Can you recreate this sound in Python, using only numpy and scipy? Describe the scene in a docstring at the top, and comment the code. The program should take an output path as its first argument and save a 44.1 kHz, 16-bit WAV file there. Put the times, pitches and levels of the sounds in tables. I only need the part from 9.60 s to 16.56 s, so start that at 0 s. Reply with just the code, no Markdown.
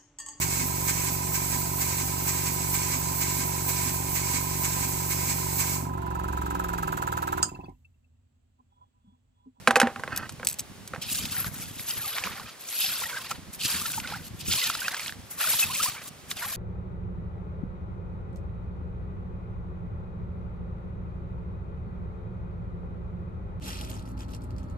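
"""Steel tongs rake seaweed through a shallow puddle on a tidal flat, stroke after stroke: crowds of gliding tones
make the bubbles, filtered noise the rush, bursts of clicks the spray, and a ringing tone the dragged steel.
Single bubbles and drips stand out. Before the raking, small shells knock a plastic bucket and the tongs clack:
short noise bursts set fixed tones ringing. Behind it lie far surf and a light wind thudding on the microphone,
both made of shaped noise."""
import sys
import numpy as np
from scipy import signal
from scipy.fft import rfft, irfft
from scipy.io import wavfile

SR = 44100
rng = np.random.default_rng(int(sys.argv[2]) if len(sys.argv) > 2 else 0)


def wrap_up_sound(samples):
    """Save the sound to the file named by the first command line argument, as 16-bit audio."""
    columns = np.atleast_2d(samples).T
    # keep every value between -1 and 1, then stretch to whole-number steps
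    tamed = np.clip(columns, -1, 1)
    steps = np.round(tamed * 32767).astype(np.int16)
    wavfile.write(sys.argv[1], SR, steps)


N = 306936   # length in samples
HZ = np.maximum(np.fft.rfftfreq(N, 1 / SR), 1)   # frequencies of the whole-scene spectrum

# Levels in the tables are relative: each source trims them further.
# Tone of the far surf: (frequency [Hz], gain [dB])
SURF_COLOUR = [(120, -22), (200, -5.5), (366, -0.5), (1710, -5), (4520, -9), (11700, -12.5), (15100, -20),
               (16000, -10)]
SURF_DB = -51
# Strength of the wind on the microphone: (time [s], level [dB])
WIND_LEVEL = [(0.0, -49.5), (0.62, -46.5), (1.29, -53), (1.4, -42.5), (2.06, -41), (2.28, -49.5),
              (2.39, -38.5), (2.5, -65.5), (2.67, -42.5), (3.1, -65.5), (3.33, -50.5), (3.86, -52.5),
              (3.96, -46), (4.74, -46), (4.9, -36), (5.03, -58), (5.25, -51), (5.38, -62), (5.49, -46),
              (5.8, -56.5), (6.11, -42.5), (6.19, -52.5), (6.96, -51.5)]
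# Tone of the wind: (frequency [Hz], gain [dB])
WIND_COLOUR = [(15, -47), (25, -21.5), (91, 1), (167, -1), (240, -5), (430, -19), (518, -24.5), (600, -25),
               (780, -56), (1320, -120)]
# Shells hitting the bucket: (time [s], level [dB], brightness [dB], depth [dB])
SHELL_HITS = [(0.074, 1, -9, -5), (0.079, -10, -0.5, 14.5), (0.108, -6, -6.5, -11),
              (0.157, -5.5, -0.5, -11), (0.162, -7.5, -15, 5), (0.167, -16, 5, 22), (0.2, -7, 2.5, -29),
              (0.215, -5, -4.5, 4.5), (0.23, -12.5, -12, 17), (0.271, -16, -12, 11.5),
              (0.36, -24, -14, 15.5), (0.396, -29.5, 0, 12), (0.436, -20, -11, 5), (0.477, -21.5, -17, 8),
              (0.693, -30.5, 11.5, -15), (0.797, -29.5, -8, 16), (0.83, -26, -16, 11), (1.335, -22, -14, 8),
              (1.347, -28.5, -4, -10), (1.361, -29, -13, 9)]
# Tones the bucket wall rings with: (frequency [Hz], level [dB], time to fade by 60 dB [s])
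BUCKET_MODES = [(238, -17, 0.15), (506, -6.5, 0.07), (790, -7.5, 0.18), (1063, -13, 0.11),
                (1350, 0.5, 0.021), (1560, 6, 0.025), (1814, 2.5, 0.017), (2554, -3, 0.028),
                (2870, -11, 0.027), (4300, -4.5, 0.0058)]
# Shells sliding along the bucket floor: (time [s], level [dB])
SHELL_SLIDE = [(0.495, -54), (0.53, -36.5), (0.6, -39.5), (0.66, -41.5), (0.67, -48)]
# Tongs clacking and bouncing: (time [s], level [dB])
TONG_CLACKS = [(0.5619, -18.5), (0.5752, -18), (0.7228, -36), (0.8485, -20), (0.8701, -7.5), (0.8867, -15),
               (0.8977, -18.5), (0.9044, -26), (0.9116, -26.5), (0.9242, -30), (0.929, -26.5),
               (0.9411, -30), (0.9871, -25), (0.9928, -18.5), (0.9954, -18.5), (1.0043, -27),
               (1.2764, -27.5)]
# Tones the tongs ring with: (frequency [Hz], level [dB], time to fade by 60 dB [s])
TONG_MODES = [(2530, -3, 0.014), (6320, 3, 0.019), (7930, 13.5, 0.013), (11630, 1.5, 0.036),
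              (13500, 8, 0.0076)]
# Bubbles that stand out: (time when loudest [s], level [dB], pitch when loudest [Hz], length [s],
# upward glide [octaves per s])
SINGLE_BUBBLES = [(3.547, -33, 1470, 0.013, 23), (4.217, -33.5, 1195, 0.009, 1),
                  (4.257, -30, 1380.0, 0.0096, -7.0), (4.381, -26.5, 882, 0.0089, -1),
                  (4.449, -30, 1460.0, 0.008, -4), (4.532, -40, 835, 0.013, 10.0),
                  (4.541, -32.5, 1386, 0.02, 20), (5.024, -29.5, 2050, 0.016, -5),
                  (5.22, -28, 1530.0, 0.0071, -8), (5.253, -31, 2550, 0.027, 7.5),
                  (5.81, -33, 2700, 0.0088, 11), (5.844, -26.5, 1375, 0.012, -31),
                  (5.939, -31, 930, 0.008, 8.0), (6.031, -19.0, 2580, 0.015, 2.5),
                  (6.104, -33, 1030, 0.022, 13), (6.159, -34, 2590, 0.019, -6.5),
                  (6.204, -25, 1250, 0.014, 15), (6.261, -27.5, 1014, 0.0096, 17),
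                  (6.28, -34, 1220, 0.018, -4), (6.825, -34.0, 1860, 0.005, -9.0),
                  (6.831, -36, 1440, 0.015, -8)]
# Drips and slaps on the surface: (start time [s], level [dB], plop pitch when loudest [Hz])
DRIPS = [(1.654, -18, 2460), (1.766, -22, 1720), (1.844, -20.5, 1430), (2.195, -23, 2300),
         (2.583, -15.5, 2000), (2.638, -13, 2440), (2.671, -23, 1090), (2.797, -24.5, 1090),
         (3.419, -25, 960), (3.712, -15, 1220), (4.017, -24, 3450), (4.301, -28.5, 1470),
         (4.337, -22, 2560), (4.4, -18, 2570), (4.474, -18, 3800), (4.522, -23, 850), (4.936, -11, 3520),
         (5.099, -11.5, 1280), (5.151, -18, 1400), (5.281, -10.5, 1520), (5.344, -16.5, 1610),
         (5.367, -20, 3080), (5.395, -17, 2200), (5.403, -22, 2330), (5.461, -20, 2300), (5.48, -19, 3230),
         (5.494, -21.5, 1630), (5.523, -26, 1690), (5.81, -25, 2870), (5.996, -17, 3900),
         (6.713, -13, 3550), (6.821, -27, 1440)]
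# Raking strokes: (time [s], fizz level [dB], bubbling above fizz [dB], spray above fizz [dB])
RAKE_STROKES = [(1.392, -86, 10, -5), (1.422, -37, -26, 9.5), (1.442, -43, -5, -2),
                (1.512, -36, -14.5, 5.5), (1.871, -42.5, 2.5, 2), (1.901, -59.5, 7.5, 9),
                (2.03, -42, -3.5, 7.5), (2.05, -46, -3, 4), (2.16, -49.5, -7, 5.5), (2.2, -35.5, -20, -3),
                (2.24, -55, 2, 13.5), (2.31, -30, -11.5, 1), (2.33, -42, -2.5, 3.5), (2.539, -37, -2.5, -2),
                (2.679, -43, 8.5, 0.5), (2.988, -57.5, 2, 2), (2.998, -49.5, 0, 9), (3.048, -49, -9, 0),
                (3.088, -44.5, -5.5, 7), (3.228, -27, -15.5, -1.5), (3.567, -44, 6.5, 3.5),
                (3.677, -42, -8, -5), (3.717, -40, 7, 7), (3.816, -61.5, -8, -9), (3.916, -66, -9, -1),
                (3.936, -46.5, -17, 9.5), (3.976, -62, -4, 10), (4.016, -29, -30, -3),
                (4.066, -29.5, -7, 0), (4.405, -43.5, -3, 9), (4.425, -51, 8, 3), (4.525, -39, 4, -5),
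                (4.615, -53, -1, 2.5), (4.684, -49, -25, 4.5), (4.704, -75, -4, 2), (4.764, -68, -6, 12),
                (4.814, -35, -31, -3), (4.834, -53, -15, -4), (4.854, -41, -10, 6),
                (4.964, -26.5, -13.5, 1.5), (5.353, -43, 5, 2), (5.493, -38, -8, 0), (5.562, -65, 3, 2),
                (5.692, -70, -8, 13), (5.712, -51.5, 3.5, 18.5), (5.762, -63, 6, 10), (5.802, -30, -3, 0),
                (6.011, -31.5, -7, 6), (6.071, -35, -3.5, 3.5), (6.251, -30.5, -8, 6.5), (6.39, -52, 7, 3),
                (6.49, -50, 0, 10), (6.5, -75, -3, 1), (6.66, -76, 0, 9), (6.71, -36, -4, 3.5),
                (6.75, -61, -10, 3), (6.77, -38.5, -9, 1.5), (6.829, -36, 5, 5), (6.869, -46.5, 4, 6.5),
                (6.959, -39, -5, 2.5)]
# Singing of the steel while its tips drag on sand: (time [s], level above spray [dB])
STEEL_DRAG = [(1.4, -7), (1.7, -12), (1.8, 13), (2.0, -8.5), (2.4, 8), (2.9, -8.5), (3.2, 3), (3.7, -8.5),
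              (4.2, -4), (5.5, -7.5), (5.85, 5.5), (6.3, -18), (6.9, 1.5)]
# Tone of the stirred water: (frequency [Hz], gain [dB])
WATER_COLOUR = [(180, -52), (300, -35.5), (1320, -9.5), (2360, -9), (2610, -11), (3080, -9.5), (10200, -4),
                (11500, -4), (16000, -5.5)]
# Tone of the water arriving from the other side: (frequency [Hz], gain [dB])
OTHER_SIDE_COLOUR = [(1000, -5), (8000, -1.5)]
# Difference between the two microphones: (frequency [Hz], left minus right [dB])
MIC_BALANCE = [(60, 4.5), (180, -2), (550, 1.5), (1650, -3), (4970, -1), (15000, 3.5)]


def amp(db):
    """Turn decibels into a gain."""
    return 10 ** (np.asarray(db) / 20)


def rms_one(x):
    """Scale a sound so that its average strength (rms) is 1."""
    return x / np.sqrt(np.mean(x ** 2) + 1e-20)


def in_time(rows):
    """Draw straight lines between the rows of a table, giving each column a value at every sample."""
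    times, *columns = np.transpose(rows)
    return [np.interp(np.arange(N) / SR, times, column) for column in columns]


def coloured(x, points):
    """Change the tone of a sound by a curve of (frequency [Hz], gain [dB])."""
    hz, db = np.transpose(points)
    gain = amp(np.interp(np.log(HZ), np.log(hz), db))
    return irfft(rfft(x) * gain, N)


def band(x, low_hz, high_hz):
    """Keep only the sound between two frequencies."""
    edges = [low_hz, min(high_hz, .45 * SR)]
    return signal.sosfilt(signal.butter(2, edges, "band", fs=SR, output="sos"), x + 1e-18)


def drift(rate_hz):
    """Make a slow random wander of rms 1 by smoothing noise; a higher rate wanders faster."""
    r = np.exp(-16 * np.pi * rate_hz / SR)   # worked out at every 8th sample only
    noise = rng.standard_normal(N // 8 + 4002)
    slow = signal.lfilter([1], [1, -2 * r, r * r], noise)[4000:]   # skip the settling-in
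    return np.interp(np.arange(N) / 8, np.arange(len(slow)), rms_one(slow))


def ring(push, hz, t60):
    """A resonance: a click of height 1 starts a sine of height 1 that fades by 60 dB in t60 seconds."""
    r = amp(-60 / (t60 * SR))
    w = 2 * np.pi * hz / SR
    return signal.lfilter([0, np.sin(w)], [1, -2 * r * np.cos(w), r * r], push + 1e-18)


def laid(times, grains):
    """Add up short sounds (one row each), each starting at its own time."""
    at = (np.asarray(times) * SR).astype(int)[:, None] + np.arange(grains.shape[1])
    return np.bincount(at.ravel(), grains.ravel(), N + grains.shape[1])[:N]


def puffs(db, t60, size):
    """Noise bursts with a sharp start that fade by 60 dB per t60 seconds, cut after size samples."""
    t = np.arange(size) / SR
    return rng.standard_normal((len(db), size)) * amp(db[:, None] - 60 * t / t60)


def chirps(db, hz, length, rise, size):
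    """Bubbles: sines that swell, die and glide as they near the surface; loudest after half their length."""
    t = np.arange(size) / SR
    top = length[:, None] / 2
    octaves = rise[:, None] * np.minimum(t - top, 3 * top)
    phase = 2 * np.pi * np.cumsum(hz[:, None] * 2 ** octaves, axis=1) / SR
    swell = (t / top * np.exp(1 - t / top)) ** 2
    return np.sin(phase) * amp(db)[:, None] * swell


def pair(x, lag_s, pan_db):
    """Sound reaches the right microphone lag_s later (earlier if negative); positive pan_db favours the left."""
    later = irfft(rfft(x) * np.exp(-2j * np.pi * HZ * lag_s), N)
    return np.array([x * amp(pan_db / 2), later * amp(-pan_db / 2)])


def shore(lag_s):
    """Far surf: steady shaped noise, one part shared by both microphones and one part of each one's own."""
    shared, *own = [rms_one(coloured(noise, SURF_COLOUR)) for noise in rng.standard_normal((3, N))]
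    return amp(SURF_DB) * (pair(shared, lag_s, 0) + np.array(own))


def wind():
    """Wind: low, lumpy turbulence, partly shared and partly each microphone's own."""
    shared, left, right = (rms_one(coloured(rng.standard_normal(N), WIND_COLOUR)) for _ in range(3))
    lumps = amp(4.8 * drift(28.7))
    level = amp(in_time(WIND_LEVEL)[0] - 4)
    return level * lumps * np.array([shared + 0.84 * left, shared + 1.33 * right])


def shell_slide():
    """Shells sliding: flickering noise that rubs the bucket floor."""
    t = np.arange(N) / SR
    sliding = (t > SHELL_SLIDE[0][0]) * (t < SHELL_SLIDE[-1][0])
    level = amp(in_time(SHELL_SLIDE)[0] - 23.5 + 3.2 * drift(42))
    return level * rng.standard_normal(N) * sliding


def bucket():
    """Shells knock the wall: short rattling contacts set its tones ringing, with a crack and a dull rattle."""
    times, db, bright_db, deep_db = np.transpose(SHELL_HITS)
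    slide = shell_slide()
    knock = band(laid(times, puffs(db + 5, 0.024, size=900)), 540, 2120)
    crack = band(laid(times, puffs(db + bright_db - 8.5, 0.044, size=1500)), 2600, 11000)
    rattle = band(laid(times, puffs(db + deep_db / 2 - 13, 0.28, size=4000)), 320, 1480)
    out = knock + crack + rattle
    for hz, mode_db, t60 in BUCKET_MODES:
        lean_db = deep_db * np.log2(1500 / hz) / 2.47   # a dull blow favours the low tones
        chance_db = rng.normal(0, 3, len(times))
        contact = laid(times, puffs(db + lean_db - 25.5 + chance_db, 0.0058, size=400))
        push = band(contact, hz / 2, hz * 2) + slide * (hz > 900)   # sliding stirs only the higher tones
        out += amp(mode_db) * ring(push, hz, t60)
    return out


def tongs():
    """Steel on steel: a bright crack of noise and short high rings."""
    times, db = np.transpose(TONG_CLACKS)
    out = band(laid(times, puffs(db - 5.5, 0.035, size=1200)), 3700, 19000)
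    for hz, mode_db, t60 in TONG_MODES:
        chance_db = rng.normal(0, 4, len(times))
        contact = laid(times, puffs(db + mode_db - 26 + chance_db, 0.0045, size=150))
        out += ring(contact, hz, t60)
    return out


def splashes():
    """Bubbles and drips that stand out; a drip is a plop of a few cycles with a spray of noise."""
    times, db, hz, length, rise = np.transpose(SINGLE_BUBBLES)
    bubbles = laid(times - length / 2, chirps(db + 2, hz, length, rise, size=2600))
    times, db, hz = np.transpose(DRIPS)
    plops = laid(times, chirps(db - 5, hz, 4 / hz, np.full(len(hz), 40), size=700))
    drip_spray = band(laid(times, puffs(db - 4.5, 0.028, size=1200)), 920, 6000)
    return bubbles + plops + drip_spray


def gurgle(per_s, low_hz, high_hz, cycles, rush_db, size):
    """A crowd of bubbles of random size, most gliding upward, on patchy rushing noise."""
    start, pitch, stretch, loud, glide = rng.random((int(per_s * N / SR), 5)).T
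    hz = low_hz * (high_hz / low_hz) ** pitch
    length = cycles / hz * (0.27 + stretch ** 2)
    db = -4 * np.log(np.maximum(loud, .03))   # a few bubbles are much louder than the rest
    crowd = laid(start * N / SR, chirps(db, hz, length, 28 * (glide - .35), size))
    rush = band(rng.standard_normal(N), low_hz, high_hz) * amp(5.8 * drift(24))
    return rms_one(coloured(rms_one(crowd) + amp(rush_db) * rms_one(rush), WATER_COLOUR))


def spray(per_s, cycles, patchy_db):
    """Countless tiny droplets burst in clumps: random clicks shared out among short treble resonances."""
    sizes = amp(4.5 * np.minimum(rng.exponential(1, N), 4)) * rng.choice([-1, 1], N)
    born = rng.random(N) < per_s * amp(4 * drift(25)) / SR   # the drift makes the clumps
    dealt = rng.integers(0, 12, N)   # which resonance each droplet sounds
    pops = np.zeros(N)
    for k, hz in enumerate(np.geomspace(6000, 17000, 12)):
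        pops += ring(sizes * born * (dealt == k), hz, cycles / hz) * np.sqrt(hz)
    return rms_one(coloured(pops, WATER_COLOUR) * amp(patchy_db * drift(7.2)))


def dragged_steel():
    """Tips dragging on sand: flickering noise keeps one high tone of the tongs ringing."""
    scrape = rng.standard_normal(N) * amp(3.8 * drift(32))
    return amp(in_time(STEEL_DRAG)[0]) * rms_one(ring(scrape, TONG_MODES[3][0], 0.009))


def puddle():
    """The raked water: coarse bubbling, fizz, fine spray and the singing steel follow the strokes."""
    fizz_db, bubbling_db, spray_db = in_time(RAKE_STROKES)
    raking = np.arange(N) > RAKE_STROKES[0][0] * SR   # silent before the first stroke
    slosh = amp(2.6 * drift(32))   # all layers surge together
    bubbling = amp(bubbling_db) * gurgle(330, 380.5, 2598, cycles=19.2, rush_db=-5.5, size=1700)
    fizz = gurgle(1500, 2406, 5390, cycles=22.2, rush_db=-3.5, size=500)
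    treble = amp(spray_db) * (spray(6000, cycles=13.4, patchy_db=1.26) + dragged_steel())
    return (bubbling + fizz + treble) * amp(fizz_db - 3) * slosh * raking


def scene():
    """All sources at the two microphones; the puddle is wide, so part of it arrives from the other side."""
    lag_s = .000042   # the right microphone hears the near water and surf this much later
    background = shore(lag_s) + wind()
    knocks = pair(bucket(), .00003, -1.0) + pair(tongs(), .000025, -1.2)
    near_water = pair(puddle() + splashes(), lag_s, 0.13)
    far_water = pair(coloured(puddle(), OTHER_SIDE_COLOUR), -.000023, -0.37)
    return background + knocks + near_water + far_water


def record(dry):
    """The two microphones differ in tone; peaks are rounded off and the top treble is cut."""
    lean = np.array(MIC_BALANCE) * [1, .5]   # half the difference goes to each side
    x = np.array([coloured(dry[0], lean), coloured(dry[1], lean * [1, -1])])
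    rounded = 1.41 * np.tanh(x / 1.605)
    treble_cut = signal.cheby2(14, 60, 16200, fs=SR, output="sos")   # 60 dB down from 16200 Hz up
    return signal.sosfilt(treble_cut, rounded)


dry = scene()
out = record(dry)
wrap_up_sound(out)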